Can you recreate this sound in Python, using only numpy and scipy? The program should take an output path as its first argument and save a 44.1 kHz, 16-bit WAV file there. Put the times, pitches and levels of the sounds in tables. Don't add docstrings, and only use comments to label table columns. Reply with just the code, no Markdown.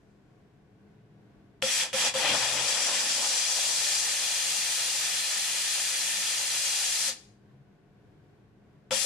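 import sys
import numpy as np
from scipy import signal
from scipy.fft import rfft, irfft, next_fast_len
from scipy.io import wavfile
from scipy.ndimage import uniform_filter1d

SR = 44100
rng = np.random.default_rng(int(sys.argv[2]) if len(sys.argv) > 2 else 0)


def digitize_waveform(pressure):
    field = np.atleast_2d(pressure).T
    bounded = np.clip(field, -1, 1)
    quanta = np.round(bounded * 32767).astype(np.int16)
    wavfile.write(sys.argv[1], SR, quanta)


N = 399105
T = np.arange(N) / SR
FFT_SIZE = next_fast_len(N + SR // 4)
HZ = np.maximum(np.arange(FFT_SIZE // 2 + 1) * SR / FFT_SIZE, 1)

# frequency_hz, density_db
JET_SPECTRUM = [(50, -30), (200, -14.5), (300, -13.5), (400, -20), (516, -12), (766, -11.5), (1100, -10.5),
                (1770, -7), (2460, -2.5), (5300, -3.5), (8200, -4), (9200, -2), (12400, -13),
                (15300, -21.5)]
# time_s, mid_treble_db, low_treble_db
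HISS_LEVELS = [(1.8, -28.5, -30.5), (2.05, -29.5, -30.5), (2.27, -34.5, -29.5), (2.4, -33, -34),
               (2.65, -32.5, -33), (2.85, -29, -34), (3.4, -29.5, -35.5), (3.95, -29, -35),
               (4.2, -31, -34.5), (6.45, -32.5, -34.5), (6.7, -30, -35), (7.1, -30.5, -35),
               (8.93, -30.5, -33), (9.0, -33.5, -38)]
# time_s, wet_share
WETNESS = [(1.62, 0.43), (1.74, 0.16), (1.82, 0.63), (1.97, 0.45), (2.05, 0.79), (2.19, 0.7), (2.25, 1),
           (2.45, .85), (2.8, 0.82), (3.3, 0.61), (3.7, 0.32), (4.8, .05), (7.05, 0), (8.92, 0.73),
           (9.0, 0.04)]
# time_s, left_minus_right_db
BRUSH_PAN = [(1.7, 0.5), (2.0, -2.5), (2.25, 3.5), (3.1, 0.5), (6.5, -0.5), (7.1, 0.5), (8.9, 8)]
# frequency_hz, left_minus_right_db
PORT_BALANCE = [(60, -1.5), (110, -3), (200, -5.5), (380, 1.5), (700, -1), (1290, -0.5), (2380, 1),
                (4400, 3), (8120, 3.5), (15000, -2.5)]
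# frequency_hz, common_share
PORT_COHERENCE = [(60, 1), (300, 0.98), (640, 1), (1400, 0.76), (3100, 0.66), (6800, 0.25), (15000, 0.14)]
def steam():
    spectrum = undb(along(JET_SPECTRUM) + np.outer([.5, -.5], along(PORT_BALANCE)))
    wet = over_time(WETNESS)
    mid_treble_db = over_time(HISS_LEVELS)
    faint_hiss_db = -87.5 - 15.5 * T
    jet_db = np.maximum(mid_treble_db + flow(-11, 500), faint_hiss_db)
    body_db = over_time(HISS_LEVELS, column=2) + flow(-9, 450)
    sputter_db = -52 + 13 * wet + flow(-1.5, 300)
    sizzle_db = -34 - 7 * wet + .3 * (mid_treble_db + 31) + flow(-9.5, 650)
    drum_db = -74 + 22.7 * wet + flow(1.5, 300)
    gust_db = .4 * (wet + .4) * walk(20)
    regions = [(jet_db, 3800, 8200, .7, 200, 8),
               (body_db, 1400, 3750, 1.1, 200, 9),
               (sputter_db, 380, 1350, 2.2, 150, 12),
               (sizzle_db, 8200, 21000, .8, 200, 5),
               (drum_db, 50, 330, 3, 30, 12)]
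    jet = 0
    for level_db, low_hz, high_hz, flicker, drops_per_s, drop_db in regions:
        eddies = stereo(turbulence(drops_per_s, drop_db), rng.standard_normal(N), along(PORT_COHERENCE))
        hiss = colour(eddies, spectrum * band(low_hz, high_hz))
        flicker_db = flicker * (wet + .63) * walk(30)
        jet = jet + hiss * undb(level_db + gust_db + flicker_db)
    return nozzle(jet) * undb(np.outer([.5, -.5], over_time(BRUSH_PAN)))

def turbulence(drops_per_s, drop_db):
    bursts = rng.random(N) < drops_per_s / SR
    drops = bursts * undb(drop_db + 2.6 * rng.random(N)) * rng.choice([-1, 1], N)
    return rng.standard_normal(N) + drops

# pitch_hz, width_hz, bare_cloth_db, foam_packed_db
NOZZLE_MODES = [(520, 40, -0.5, -2.5), (584, 33, 0, -5.5), (813, 284, -2.5, 2), (1244, 25, -12, -2.5),
                (1794, 200, -5, -3), (2440, 57, -2.5, -1.5), (2800, 33, -8, -1.5), (3242, 35, 1, -3),
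                (3388, 33, 2, 1), (3670, 32, -12.5, -3), (4146, 60, -10, 4), (4600, 44, -5, -1),
                (4760, 85, -2, 1), (5004, 55, -1.5, -0.5), (5154, 43, 1.5, -1.5), (5590, 41, 2.5, 0),
                (5865, 49, 5, 1), (6037, 82, -6, 0.5), (6240, 130, -7, -14.5), (6600, 58, -6, 2.5),
                (6740, 73, -9, -2), (7203, 190, 1.5, 0.5), (7680, 130, 0, -3), (8765, 100, -12.5, -0.5),
                (9480, 170, -3.5, -8.5), (10320, 260, -5, -11.5)]
# time_s, packed_share
FOAM_PACKING = [(0, 0), (2.6, 0.1), (4.2, 0.85), (5, 0.94), (7.3, 0.83), (8.8, 0)]
def nozzle(jet):
    hz, width_hz, bare_db, packed_db = np.transpose(NOZZLE_MODES)
    peaks = [mode(f, w) for f, w in zip(hz, width_hz)]
    bare, packed = (filtered(jet, undb(-4) + sum(undb(db) * peak for db, peak in zip(levels, peaks)))
                    for levels in (bare_db, packed_db))
    foam = np.clip(over_time(FOAM_PACKING) + .16 * walk(3.9), 0, 1)
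    return (1 - foam) * bare + foam * packed

# start_s, click_s, shut_s, build_s, flow_db, click_db, ring_db
TRIGGER_PULLS = [(1.6184, 1.6245, 1.814, 0.11, -0.5, -14.5, -22),
                 (1.928, 1.9315, 2.061, .04, -1, -23.5, -22.5), (2.137, 2.1445, 7.078, .03, 0, -28, -21.5),
                 (8.9065, 8.91, 9.035, 0.014, -2.5, -20.5, -22)]
def flow(onset_db, bleed_db_per_s):
    open_s, ease_s = .003, .06
    total = 1e-6
    for start_s, _, shut_s, build_s, flow_db, *_ in TRIGGER_PULLS:
        since_open, since_shut = np.maximum(T - start_s, 0), np.maximum(T - shut_s, 0)
        opening = np.minimum(since_open / open_s, 1)
        settle_db = onset_db * np.exp(-since_open / build_s)
        bleed_db = bleed_db_per_s * since_shut ** 2 / (since_shut + ease_s)
        total = total + opening * undb(flow_db + settle_db - bleed_db)
    return 20 * np.log10(total)

# pitch_hz, level_db, t60_s
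CASING_MODES = [(527.8, 1, 0.13), (592, -19, 0.058), (221.4, -20.5, 0.21), (138, -21, 0.12),
                (1348, -7.5, 0.071), (3420, -7.5, 0.1003)]
def valve():
    shut_click_db, shut_ring_db, swell_s = -47, -36, .011
    clacks, t = np.zeros(N + SR), T[:SR // 2]
    click = np.cos(2 * np.pi * 2700 * t - .7) * np.exp(-t / .00031)
    ping = .2 * np.sin(2 * np.pi * 3200 * t) * np.exp(-t / .0018)
    swell = 1 - np.exp(-(t / swell_s) ** 2)
    opens = [(click_s, click_db, ring_db) for _, click_s, *_, click_db, ring_db in TRIGGER_PULLS]
    shuts = [(shut_s, shut_click_db, shut_ring_db) for _, _, shut_s, *_ in TRIGGER_PULLS]
    for start_s, click_db, ring_db in opens + shuts:
        ring = sum(undb(db) * np.sin(2 * np.pi * (hz * t + rng.random())) * 1000. ** (-t / t60_s)
                   for hz, db, t60_s in CASING_MODES)
        i = int(start_s * SR)
        clacks[i:i + len(t)] += undb(click_db) * (click + ping) + undb(ring_db) * ring * swell
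    return clacks[:N] * undb([[1.2], [-1.2]])

def room(direct):
    t60_s, treble_t60_s = .39, .25
    echoes = echo_tail(t60_s, level_db=-11)
    lows = signal.lfilter(*signal.butter(1, 5000, fs=SR), echoes)
    treble_fade = 1000. ** (-T[:SR // 2] * (1 / treble_t60_s - 1 / t60_s))
    walls = signal.fftconvolve(direct, lows + (echoes - lows) * treble_fade, axes=1)[:, :N]
    near = signal.lfilter(*signal.butter(1, 900, "high", fs=SR), echo_tail(t60_s=.03, level_db=-8)[0])
    sides = signal.fftconvolve(direct.mean(axis=0), near)[:N]
    return direct + walls + np.outer([1, -1], sides)

def echo_tail(t60_s, level_db):
    t = T[:SR // 2]
    echoes = rng.standard_normal((2, len(t))) * 1000. ** (-t / t60_s) * (t > .0015)
    return undb(level_db) * echoes / np.sqrt(np.sum(echoes ** 2, axis=1, keepdims=True))

# frequency_hz, density_db
AIR_SPECTRUM = [(15, -34.5), (25, -12.5), (75, -10), (135, -2.5), (196, -7), (257, -11.5), (286, -14),
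                (415, -12.5), (450, -13.5), (691, -21), (1030, -23), (1150, -27), (1240, -28), (1500, -24),
                (15000, -53)]
# pitch_hz, width_hz, strength_db
AIR_BANDS = [(114, 17, 1), (307, 43, 3), (383, 20, -5.5), (423, 16, 2.5), (711, 50.2, 3), (1125, 41, 0.5),
             (1520, 130, -8.5)]
def room_tone():
    common = np.clip(np.log(3500 / HZ) / np.log(25), 0, .88)
    noise = stereo(rng.standard_normal(N), rng.standard_normal(N), common)
    peaks = 1 + sum(undb(db) * abs(mode(hz, width_hz)) ** 2 for hz, width_hz, db in AIR_BANDS)
    return colour(noise, undb(along(AIR_SPECTRUM)) * peaks) * undb(-63.5 + .9 * walk(9))

# pitch_hz, rms_db
MACHINE_TONES = [(150.7, -77.5), (199.2, -72)]
def machine_hum():
    hum = 0
    for hz, db in MACHINE_TONES:
        level = undb(db + 5.4 * walk(16))
        cycles = np.cumsum(hz * (1 + .015 * walk(13))) / SR
        hum = hum + level * np.sin(2 * np.pi * cycles)
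    return np.sqrt(2) * hum

# centre_s, length_s, pitch_hz, rms_db
LOW_SWELLS = [(2.52, 0.38, 125, -55), (6.7, .5, 58, -73), (7.58, 0.117, 135, -59.5),
              (6.5, 0.44, 550, -66.5), (7.1, 0.1, 235, -58)]
def rumbles():
    return sum(np.sqrt(2) * undb(db) * np.exp(-(2 * (T - centre_s) / length_s) ** 4)
               * np.sin(2 * np.pi * hz * T) for centre_s, length_s, hz, db in LOW_SWELLS)

def undb(db):
    return 10 ** (np.asarray(db) / 20)

def over_time(table, column=1):
    columns = np.transpose(table)
    return np.interp(T, columns[0], columns[column])

def along(table):
    hz, value = np.transpose(table)
    return np.interp(np.log(HZ), np.log(hz), value)

def filtered(x, gain):
    return irfft(rfft(x, FFT_SIZE) * gain, FFT_SIZE)[..., :N]

def colour(x, gain):
    y = filtered(x, gain)
    return y / np.sqrt(np.mean(y ** 2))

def band(low_hz, high_hz):
    return 1 / np.sqrt((1 + (low_hz / HZ) ** 8) * (1 + (HZ / high_hz) ** 8))

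def mode(hz, width_hz):
    return 1 / (1 + 2j * (HZ - hz) / width_hz)

def walk(rate_hz):
    hold = int(SR / rate_hz)
    steps = np.repeat(rng.standard_normal(N // hold + 1), hold)
    return uniform_filter1d(uniform_filter1d(steps, hold), hold)[:N]

def stereo(x, y, common):
    mid, side = filtered(x, np.sqrt(1 + common)), filtered(y, np.sqrt(1 - common))
    return np.array([mid + side, mid - side]) / np.sqrt(2)

def smooth(x, seconds):
    hold = np.exp(-1 / (seconds * SR))
    return signal.lfilter([1 - hold], [1, -hold], x - x[0]) + x[0]

def scene():
    cleaner = room(steam() + valve())
    background = room_tone() + machine_hum() + rumbles()
    return cleaner + background * undb([[.7], [-.7]])

def record(dry):
    max_lift_db, top_hz = 4.57, 15200
    level_db = 10 * np.log10(smooth(np.mean(dry ** 2, axis=0), .033) + 1e-12)
    quiet = np.clip((-32 - level_db) / 18, 0, 1)
    quiet = np.maximum(quiet, smooth(quiet, .64))
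    lowpass = signal.ellip(10, .2, 80, top_hz, fs=SR, output="sos")
    return signal.sosfilt(lowpass, dry * undb(max_lift_db * quiet))

dry = scene()
out = record(dry)
digitize_waveform(out)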